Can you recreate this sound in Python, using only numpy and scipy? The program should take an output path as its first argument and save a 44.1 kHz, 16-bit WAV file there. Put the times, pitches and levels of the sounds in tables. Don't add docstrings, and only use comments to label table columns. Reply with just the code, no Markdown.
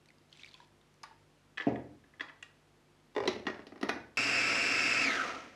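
import sys
import numpy as np
from scipy import signal
from scipy.fft import rfft, irfft, next_fast_len
from scipy.io import wavfile
from scipy.ndimage import uniform_filter1d, map_coordinates

SR = 44100
rng = np.random.default_rng(int(sys.argv[2]) if len(sys.argv) > 2 else 0)


def unload_wav(signal):
    wavfile.write(
        sys.argv[1],
        SR,
        np.round(np.clip(np.atleast_2d(signal).T, -1, 1) * 32767).astype(np.int16),
    )


def boost_factor(decibels):
    exponent = np.asarray(decibels, float) / 20
    return 10 ** exponent


N = 244887
CUT_S, OFF_S = 4.172, 5.028

# start in seconds, level in dB, lows over mids in dB, highs over mids in dB.
TABLE_KNOCKS = [
    (1.6685, -35.5, 18.5, -13),
    (1.676, -38, 18, -17),
    (1.683, -39.5, 18.7, -11),
    (1.703, -45.5, 16.6, -14),
    (1.722, -47, 18, -11),
    (1.745, -53.5, 18.5, -13),
    (1.773, -53.5, 16.6, -12),
    (1.795, -56, 15, -9),
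]
# start in seconds, level in dB, lows and highs over mids in dB.
LID_KNOCKS = [(3.15, -45, -2, -2), (3.163, -26.5, 4, -11), (3.18, -30.5, 5, -8), (3.202, -30, 1.5, -11),
              (3.225, -49, 19.5, 0), (3.236, -33.5, 2, -10), (3.255, -41, 15, 1), (3.275, -24, 2.5, 0.5),
              (3.329, -52, 1, 9), (3.359, -53, 20.5, 6), (3.395, -57, 16.5, 5)]
# start in seconds, level in dB, lows and highs over mids in dB.
SEATED_KNOCKS = [
    (3.454, -49, 10, -4),
    (3.467, -25, -3.5, -4.5),
    (3.48, -28.5, -1, -10),
    (3.499, -43, 11.5, 1),
    (3.544, -54.5, 11, 7),
    (3.592, -43.5, 3, -11),
    (3.6, -51, 5, -4),
    (3.619, -62.5, 15, 6),
]
# start in seconds, level in dB, lows over mids in dB, highs over mids in dB.
LOCK_KNOCKS = [(3.668, -51.5, 9.5, 4.5), (3.721, -48, 6.5, -15), (3.758, -50, 6.5, -9),
               (3.777, -53.5, 2, -7), (3.812, -45, 4.5, 2.5), (3.829, -30, 5.5, -4.5),
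               (3.848, -42.5, 5.5, -8), (3.887, -43, 8, 4), (3.892, -23.5, -2, -5), (3.909, -47.5, 6, -5),
               (3.94, -49, 10.5, -12), (3.96, -49, 13, -8)]


def unit(x):
    return x / np.sqrt(np.mean(np.abs(x) ** 2))


def coloured(points):
    hz, db = np.transpose(points)
    size = next_fast_len(N)
    log_hz = np.log(np.fft.rfftfreq(size, 1 / SR) + 1)
    gain_db = np.interp(log_hz, np.log(hz), db, left=-90, right=-90)
    spectrum = rfft(rng.standard_normal(size)) * boost_factor(gain_db)
    return unit(irfft(spectrum, size)[:N])


def walk(rate_hz):
    steps = uniform_filter1d(rng.standard_normal(N // 16), 2)
    position = np.arange(N) * min(rate_hz, 1300) * 2 / SR
    return map_coordinates(steps, [position], order=1) * np.sqrt(3)


def rough_tone(phase, width_hz):
    return walk(width_hz) * np.sin(phase) + walk(width_hz) * np.cos(phase)


def bandpass(low_hz, high_hz, order):
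    return signal.butter(order, [low_hz, high_hz], "bandpass", fs=SR, output="sos")


def ring_down(t, t60_s):
    return np.exp(-np.log(1000) * t / t60_s)


def add(out, start_s, x):
    i = int(start_s * SR)
    out[i:i + len(x)] += x[:N - i]


def background():
    # line in Hz, level in dB.
    hum_lines = [(48.4, -79.5), (95.5, -82), (99.5, -82), (148.5, -74.5), (151.5, -92.5), (199.2, -94.5),
                 (247.6, -84.5), (349.9, -81), (452.2, -87)]
    # frequency in Hz, level in dB.
    hiss_colour = [(25, -32), (45, -10), (70, -7.5), (130, -10), (250, -3.5), (500, -9), (900, -12),
                   (3000, -18.5), (6700, -26), (11000, -32), (12500, -34.5), (16000, -68)]
    t = np.arange(N) / SR
    hum = sum(boost_factor(db + 4 + walk(4)) * np.sin(2 * np.pi * hz * t + k) for k, (hz, db) in enumerate(hum_lines))
    return boost_factor(-68) * coloured(hiss_colour) + hum


def pouring():
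    # start in seconds, peak in dB, bubble in Hz, snap over bubble in dB.
    drops = [(0.058, -49.5, 3770, -4.5), (0.0867, -46.5, 4370, -11), (0.089, -50, 2330, -13),
             (0.088, -60, 7740, -17), (0.1042, -46.5, 2010, -10), (0.184, -51, 4720, -13),
             (0.2972, -56, 4080, -13), (0.305, -57, 6500, -8), (0.3272, -38.5, 3100, -15),
             (0.329, -39.5, 4170, -26), (0.362, -60, 9300, -15), (0.3644, -54, 2130, -13),
             (0.372, -47, 7500, -15), (0.3737, -47, 3380, -7), (0.395, -41, 2500, -18),
             (0.398, -55, 5200, -8), (0.4106, -45, 3130, -15), (0.421, -50, 4000, -14),
             (0.4339, -32.5, 3580, -28), (0.435, -37.5, 2250, -23), (0.4456, -36, 2240, -17),
             (0.455, -49, 4800, -12), (0.461, -52, 8000, -3), (0.462, -43.5, 2630, -13),
             (0.4756, -45, 2190, -13), (0.486, -43, 3800, -14), (0.49, -40.5, 4440, -21),
             (0.5127, -43, 3900, -19), (0.517, -56, 5000, -12), (0.5337, -47, 4060, -11),
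             (0.5417, -36, 3300, -19), (0.543, -38, 4300, -19), (0.55, -45.5, 2450, -16),
             (0.552, -60, 8200, -12), (0.5744, -68, 3160, -10), (0.591, -62, 5900, -15),
             (0.604, -48, 3800, -15), (0.602, -50, 1610, -17), (0.6174, -60, 4800, -13),
             (0.6394, -55, 3430, -15), (0.674, -57, 7400, -6), (0.8135, -53, 3580, -10),
             (0.941, -69, 1610, 10)]
    # start in seconds, peak in dB, pitch in Hz.
    glugs = [
        (0.544, -54.5, 1020),
        (0.601, -45.5, 956),
        (0.628, -56, 970),
    ]
    out, t = np.zeros(N), np.arange(SR // 20) / SR
    snap_band = bandpass(1600, 6500, 2)
    for start_s, peak_db, hz, snap_db in drops:
        bubble = np.sin(2 * np.pi * hz * t * (1 + 8 * t)) * np.exp(-t * hz / 4) * (1 - np.exp(-t / 0.0004))
        snap = signal.sosfilt(snap_band, rng.standard_normal(len(t)) * np.exp(-t / 0.002))
        add(out, start_s, boost_factor(peak_db) * (bubble + boost_factor(snap_db) * snap / np.abs(snap).max()))
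    for start_s, peak_db, hz in glugs:
        swell = np.exp(-t / 0.0074) * (1 - np.exp(-t / 0.0011))
        add(out, start_s, boost_factor(peak_db) * np.sin(2 * np.pi * hz * t) * swell)

    t = np.arange(N) / SR
    start_s, end_s, rise_s, fall_s = 0.31, 0.62, 0.02, 0.055
    flow = np.clip(np.minimum((t - start_s) / rise_s, 1 + (end_s - t) / fall_s), 0, 1)
    splash = coloured([(900, -14), (2200, 0), (3500, 0), (5500, -5), (7500, -14), (10000, -24)])
    splash = splash * boost_factor(4 * walk(500))
    return out + unit(splash) * boost_factor(-66 + 1.5 * walk(10)) * flow


def kitchen(direct, send):
    # frequency in Hz, t60 in seconds, level in dB.
    room = [(60.4, 1, -14), (195, 0.61, -1), (620, 0.49, 0.5), (1800, 0.4, -1.5), (4630, 0.36, -5),
            (11700, 0.26, -10.5)]
    t, tail = np.arange(SR) / SR, 0
    hz, t60_s, db = np.transpose(room)
    for centre_hz in 50 * 2.0 ** np.arange(0, 8.4, 0.5):
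        sos = bandpass(centre_hz / 2 ** 0.25, centre_hz * 2 ** 0.25, 2)
        band = signal.sosfilt(sos, rng.standard_normal(SR))
        decay_s = np.interp(np.log(centre_hz), np.log(hz), t60_s)
        level_db = np.interp(np.log(centre_hz), np.log(hz), db)
        tail = tail + boost_factor(level_db) * band * ring_down(t, decay_s) / np.sqrt(decay_s * SR / np.log(1e6))
    tail = tail * (1 - np.exp(-t / 0.00077))
    return direct + signal.fftconvolve(send, tail)[:N]


def knocks(events, body, crack_db, crack_s, top_db, push_s, scatter_db=3, low_hz=270, air_db=-14, detune=0.02,
           loose_rad=1.12, bite_s=0.0014, beam_db=-10, thud_db=-7, size=SR // 8):
    out, t = np.zeros((2, N)), np.arange(size) / SR
    hz, db, t60_s = np.transpose(body)[:, :, None]
    t60_s = np.minimum(t60_s, 70 / hz)
    mode_band = np.digitize(hz[:, 0], [700, 2200, 5500, 10000])
    edges_hz = [(low_hz, 700), (700, 2200), (2200, 5500), (5500, 10000), (10000, 16000)]
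    filters = [bandpass(low, high, 3) for low, high in edges_hz]
    for start_s, level_db, weight_db, hard_db in events:
        colour_db = weight_db, 0, hard_db, hard_db + top_db, hard_db + top_db + air_db
        chance = rng.standard_normal((3, len(body), 1))
        contact = rng.standard_normal(size) * np.exp(-t / crack_s) * (1 - np.exp(-t / bite_s)) + 1e-18
        phase = 2 * np.pi * hz * (1 + detune * chance[1]) * t + loose_rad * chance[2]
        modes = boost_factor(db + scatter_db * chance[0]) * np.sin(phase) * ring_down(t, t60_s)
        for k, sos in enumerate(filters):
            ring = signal.sosfilt(sos, modes[mode_band == k].sum(axis=0) * (1 - np.exp(-t / push_s)))
            ring = ring / (np.abs(ring).max() + 1e-18)
            crack = signal.sosfilt(sos, contact)
            crack = boost_factor(crack_db + thud_db * (k == 0)) * crack / np.abs(crack).max()
            gain = boost_factor(level_db + colour_db[k])
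            add(out[0], start_s, gain * (ring + crack))
            add(out[1], start_s, gain * (boost_factor(beam_db) * ring + boost_factor(2.5) * crack))
    return out


def glass_tap():
    # start in seconds, level in dB, lows over mids in dB, highs over mids in dB.
    hits = [
        (1.0325, -50, -32, 10.5),
        (1.036, -38.5, -37, -7),
    ]
    # start in seconds, level in dB, lows over mids in dB, highs over mids in dB.
    rebound = [
        (1.11, -50, -14, -25),
    ]
    # mode in Hz, level in dB, t60 in seconds.
    body = [(438, 0, 0.045), (892, 0, 0.047), (975, -2, 0.033), (1130, 11, 0.041), (1210, -8, 0.024),
            (1400, -10, 0.021), (1580, -12, 0.024), (2250, -2, 0.027), (3500, -11, .01), (4080, -1, .016),
            (5070, 12, 0.0078), (6500, 0, 0.0038)]
    tap = knocks(hits, body, crack_db=-5.5, crack_s=0.0041, top_db=-7.5, push_s=0.0014, scatter_db=6,
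                 detune=0.004)
    return tap + knocks(rebound, body[:2], crack_db=-16, crack_s=0.003, top_db=-9, push_s=0.002, scatter_db=0)


def glass_handling():
    # start in seconds, level in dB, lows over mids in dB, highs over mids in dB.
    hits = [(1.573, -36.5, -17, 0.5), (1.579, -28, -30, -4), (1.599, -27.5, -18, -15),
            (1.608, -31.5, -12, -5), (1.62, -36.5, -13, -3), (1.757, -38.5, -10, -10.5),
            (2.039, -58, -9, -10), (2.137, -53, -15, -15), (2.196, -36, -17, -8), (2.207, -26, -15.5, -7),
            (2.285, -62, -1, 13), (2.295, -40, -20, -14), (2.618, -84, -2, -4)]
    # mode in Hz, level in dB, t60 in seconds.
    body = [(293, -1.5, 0.027), (478, -2.5, 0.028), (1247, -13, 0.027), (1720, -3.5, 0.021),
            (1775, -0.5, .015), (1950, 4.5, 0.016), (2085, -2, 0.011), (2540, 1.5, 0.013),
            (2870, -3.5, 0.015), (3100, 2.5, 0.012), (3290, 3, 0.013), (3720, -4, 0.0094),
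            (4600, -7, 0.005), (7700, 0, .01)]
    return knocks(hits, body, crack_db=-12, crack_s=0.0057, top_db=-32, push_s=0.0057, bite_s=0.0027,
                  beam_db=-8)


def table_thuds():
    # mode in Hz, level in dB, t60 in seconds.
    body = [(120, -33, 0.28), (248, -1, 0.04), (305, 4, 0.035), (375.5, 2, 0.03), (430, 0, 0.025),
            (476, -3.5, 0.025), (549, -2, 0.025), (668, 0, 0.035), (764, 4, 0.07), (866, 1, 0.05),
            (1040, -9, 0.03), (1440, -16, 0.012), (2770, 0, 0.011), (5900, 0, 0.0042)]
    return knocks(TABLE_KNOCKS, body, crack_db=-5, crack_s=0.014, top_db=-25, push_s=0.00052, scatter_db=4,
                  low_hz=173, loose_rad=0.15, detune=0.0073, beam_db=-3, size=SR // 4)


def worktop_sway(events, level_db, rise_s):
    # mode in Hz, level in dB, t60 in seconds.
    bending = [(60, -10, 0.65), (77.3, 0, 1), (104.3, -1, 0.74), (121.7, 6, 0.59)]
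    blows, t = np.zeros(N), np.arange(SR) / SR
    for start_s, peak_db, lows_db, *_ in events:
        add(blows, start_s, [boost_factor(peak_db + lows_db + level_db)])
    sway = sum(boost_factor(db) * np.sin(2 * np.pi * hz * t) * ring_down(t, t60_s) for hz, db, t60_s in bending)
    return signal.fftconvolve(blows, sway * (1 - np.exp(-t / rise_s)))[:N]


def rim_tick():
    # start in seconds, level in dB, lows over mids in dB, highs over mids in dB.
    hits = [
        (2.426, -41.5, -19, 4.9),
    ]
    # mode in Hz, level in dB, t60 in seconds.
    body = [(693.3, 0, 0.027), (1765, 3.5, 0.011), (1870, -0.5, 0.023), (2500, 6, 0.011),
            (2860, 3.5, 0.022), (3475, 0, 0.017), (6700, 1, .012), (6950, 2, .012), (7670, 4, .01)]
    return knocks(hits, body, crack_db=-11, crack_s=0.0055, top_db=-8, push_s=0.0013, air_db=-22, beam_db=-5.5)


def loose_lid():
    # mode in Hz, level in dB, t60 in seconds.
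    body = [(297, -1.5, 0.04), (414, 5.5, 0.051), (497, -0.5, 0.049), (547, -2.5, 0.056), (861, 0, 0.055),
            (1004, 3.5, 0.024), (1910, 0, 0.024), (2860, -2, 0.02), (3580, 0, 0.014), (4440, 0, 0.0062),
            (7700, 0, 0.0029)]
    return knocks(LID_KNOCKS[:7], body, crack_db=-5, crack_s=0.0066, top_db=-19, push_s=0.0015, scatter_db=1.5,
                  loose_rad=0.54, bite_s=0.00052)


def resting_lid():
    # start in seconds, level in dB, lows over mids in dB, highs over mids in dB.
    switch = [
        (4.16, -64, -17, 3.9),
        (5.278, -66, -8, 25),
    ]
    # mode in Hz, level in dB, t60 in seconds.
    body = [(225, -3, 0.074), (290, 0.5, 0.045), (367, 4, 0.074), (426, 8, 0.026), (580, -6.5, 0.052),
            (810, -7.5, 0.044), (970, 6, 0.026), (1240, -2, 0.024), (1940, 6, 0.024), (3100, 3, 0.045),
            (3350, 5, 0.02), (4050, 6.5, 0.018), (5600, -17, 0.0062), (8100, 1, 0.0029)]
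    return knocks(LID_KNOCKS[7:] + switch, body, crack_db=-2.5, crack_s=0.0067, top_db=-17, push_s=0.0016,
                  low_hz=202, bite_s=0.0012)


def seated_lid():
    # mode in Hz, level in dB, t60 in seconds.
    body = [(217, -3.5, 0.058), (296, 0, 0.069), (362, 0, 0.045), (398, -10.5, 0.084), (637, -15, 0.019),
            (828.5, -9.5, 0.073), (1100, -2, 0.018), (1290, -4, 0.02), (1860, -1.5, 0.046),
            (1950, 1, 0.019), (2820, 1, 0.02), (3300, 1, .012), (4100, 0, 0.0088), (5399, -9, 0.0068)]
    return knocks(SEATED_KNOCKS, body, crack_db=-5, crack_s=0.0071, top_db=-27, push_s=0.0011, scatter_db=0.5,
                  low_hz=187, detune=0.0057, bite_s=0.00049, beam_db=-9.5)


def locked_lid():
    # mode in Hz, level in dB, t60 in seconds.
    body = [(212, -4, 0.06), (287.5, 1, 0.07), (342, 2, 0.056), (428, 0, 0.053), (590, -10, .03),
            (706, -1, 0.032), (970, -11, 0.03), (1270, 2, 0.015), (1897, 0, 0.028), (2440, -4, 0.02),
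            (2930, 1, 0.016), (3300, -1, 0.011), (4060, -1, 0.018), (5200, -4, 0.0074)]
    return knocks(LOCK_KNOCKS, body, crack_db=0.5, crack_s=0.0051, top_db=-13.5, push_s=0.00039, scatter_db=1,
                  low_hz=185, loose_rad=0.97, bite_s=0.0007)


def scene_cut():
    gate = np.clip((np.arange(N) / SR - CUT_S) / 0.00003, 0, 1)
    click = boost_factor(-29) * np.diff(np.diff(gate, prepend=0), prepend=0)
    return gate, click


def gear_whine(speed, turn):
    # frequency in Hz, level in dB.
    gear_lines = [(1125, -47), (1319, -41.5), (1531, -42.5), (1610, -55), (1681, -57), (2174, -37),
                  (2212, -42), (2294, -47.5), (2355, -35), (2433, -46), (2541, -44), (2573, -53),
                  (2613, -36.5), (2674, -52), (2772, -39)]
    # frequency in Hz, width in Hz, level in dB.
    mesh = [(1263, 260, -57), (2230, 400, -14), (2630, 300, -5), (4950, 790, -8), (5350, 410, -9.5),
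            (7470, 1100, -15), (10370, 3200, -28.5)]
    # frequency in Hz, width in Hz, level in dB.
    case = [(1250, 300, 1), (1580, 160, 8), (2150, 350, 7)]
    slow = 1 - speed
    lines = sum(boost_factor(db + 3 * walk(12)) * np.sin(hz * turn + 0.5 * walk(15)) for hz, db in gear_lines)
    teeth = np.zeros(N)
    for hz, width_hz, db in mesh:
        softening = speed ** (hz / 2400)
        teeth += boost_factor(db) * softening * boost_factor(6.9 * slow * walk(30)) * rough_tone(hz * turn, width_hz)
    teeth = teeth + sum(boost_factor(db) * signal.lfilter(*signal.iirpeak(hz, hz / width_hz, SR), teeth)
                        for hz, width_hz, db in case)
    slack = boost_factor(4 * slow * walk(40))
    whine = slack * (unit(teeth) + boost_factor(-3 - 28 * slow) * unit(lines))
    return signal.sosfilt(signal.butter(3, 1050, "highpass", fs=SR, output="sos"), whine)


def bowl_shell(slow):
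    level_db = -15 + 25.4 * slow - 40 * slow ** 7 + 1.1 * walk(25)
    return boost_factor(level_db) * rough_tone(2 * np.pi * 1297 * np.arange(N) / SR, 180)


def motor():
    # frequency in Hz, density in dB per Hz.
    housing = [(470, -55), (800, -31), (1020, -32), (1310, -4.5), (1860, -2.5), (2600, -5.5), (3570, -14),
               (5350, -16), (6200, -16), (7640, -27), (8960, -33), (12000, -42.5), (15000, -55)]
    # frequency in Hz, density in dB per Hz.
    base = [(25, -28), (50, -17), (90, -15), (167, -14.5), (283, 2.5), (338, -6.5), (532, -3.5), (625, -9),
            (683, -0.5), (814, -11.5), (1000, -8.5), (1300, -13)]
    t = np.arange(N) / SR
    drag_s, friction = 0.395, 0.21
    speed = np.clip((1 + friction) * np.exp(-(t - OFF_S) / drag_s) - friction, 0, 1)
    slow = 1 - speed
    flutter = 1 + 0.001 * walk(6) + 0.07 * slow * walk(30)
    turn = 2 * np.pi * np.cumsum(speed * flutter) / SR

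    whine_db = -33.5 - 30 * slow ** 2.7
    rattle_db = -36 - 37.5 * slow ** 2.93
    rumble_db = -42.5 - 35 * slow ** 4.66

    power = np.clip((OFF_S - t) / 0.015, 0, 1)
    mains = power * np.sin(2 * np.pi * 120.3 * t)
    throb = (1 + 0.086 * mains) * (1 + 0.051 * np.sin(40.3 * turn + 1.1 * walk(9)))

    whine = boost_factor(whine_db) * gear_whine(speed, turn)
    rattle = boost_factor(rattle_db) * (coloured(housing) * boost_factor(walk(200)) + bowl_shell(slow))
    rumble = boost_factor(rumble_db + 0.8 * walk(20)) * coloured(base)
    buzz = boost_factor(-54.5 + 1.4 * walk(5)) * mains
    return throb * (whine + rattle) + rumble + buzz


def scene():
    pour = pouring()
    tap, glass, table, rim = glass_tap(), glass_handling(), table_thuds(), rim_tick()
    lid = loose_lid() + resting_lid() + seated_lid() + locked_lid()
    sway = worktop_sway(TABLE_KNOCKS[:3], level_db=-31.5, rise_s=0.0077)
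    sway = sway + worktop_sway(LID_KNOCKS + SEATED_KNOCKS + LOCK_KNOCKS, level_db=-30, rise_s=0.08)
    gate, click = scene_cut()
    direct = pour + (tap + glass + table + lid + rim)[0]
    send = boost_factor(-2) * table + boost_factor(-0.5) * lid + boost_factor(1.5) * glass + boost_factor(0.5) * tap + rim
    send = send[1] + boost_factor(-8) * pour
    mix = click + kitchen(direct, send) + sway + gate * motor() + background()
    return mix[None]


def band_limit(x):
    return signal.sosfilt(signal.butter(12, 16750, fs=SR, output="sos"), x)


def record(dry):
    mix = signal.sosfilt(signal.butter(2, 45, "highpass", fs=SR, output="sos"), dry)
    return band_limit(mix)


dry = scene()
out = record(dry)
unload_wav(out)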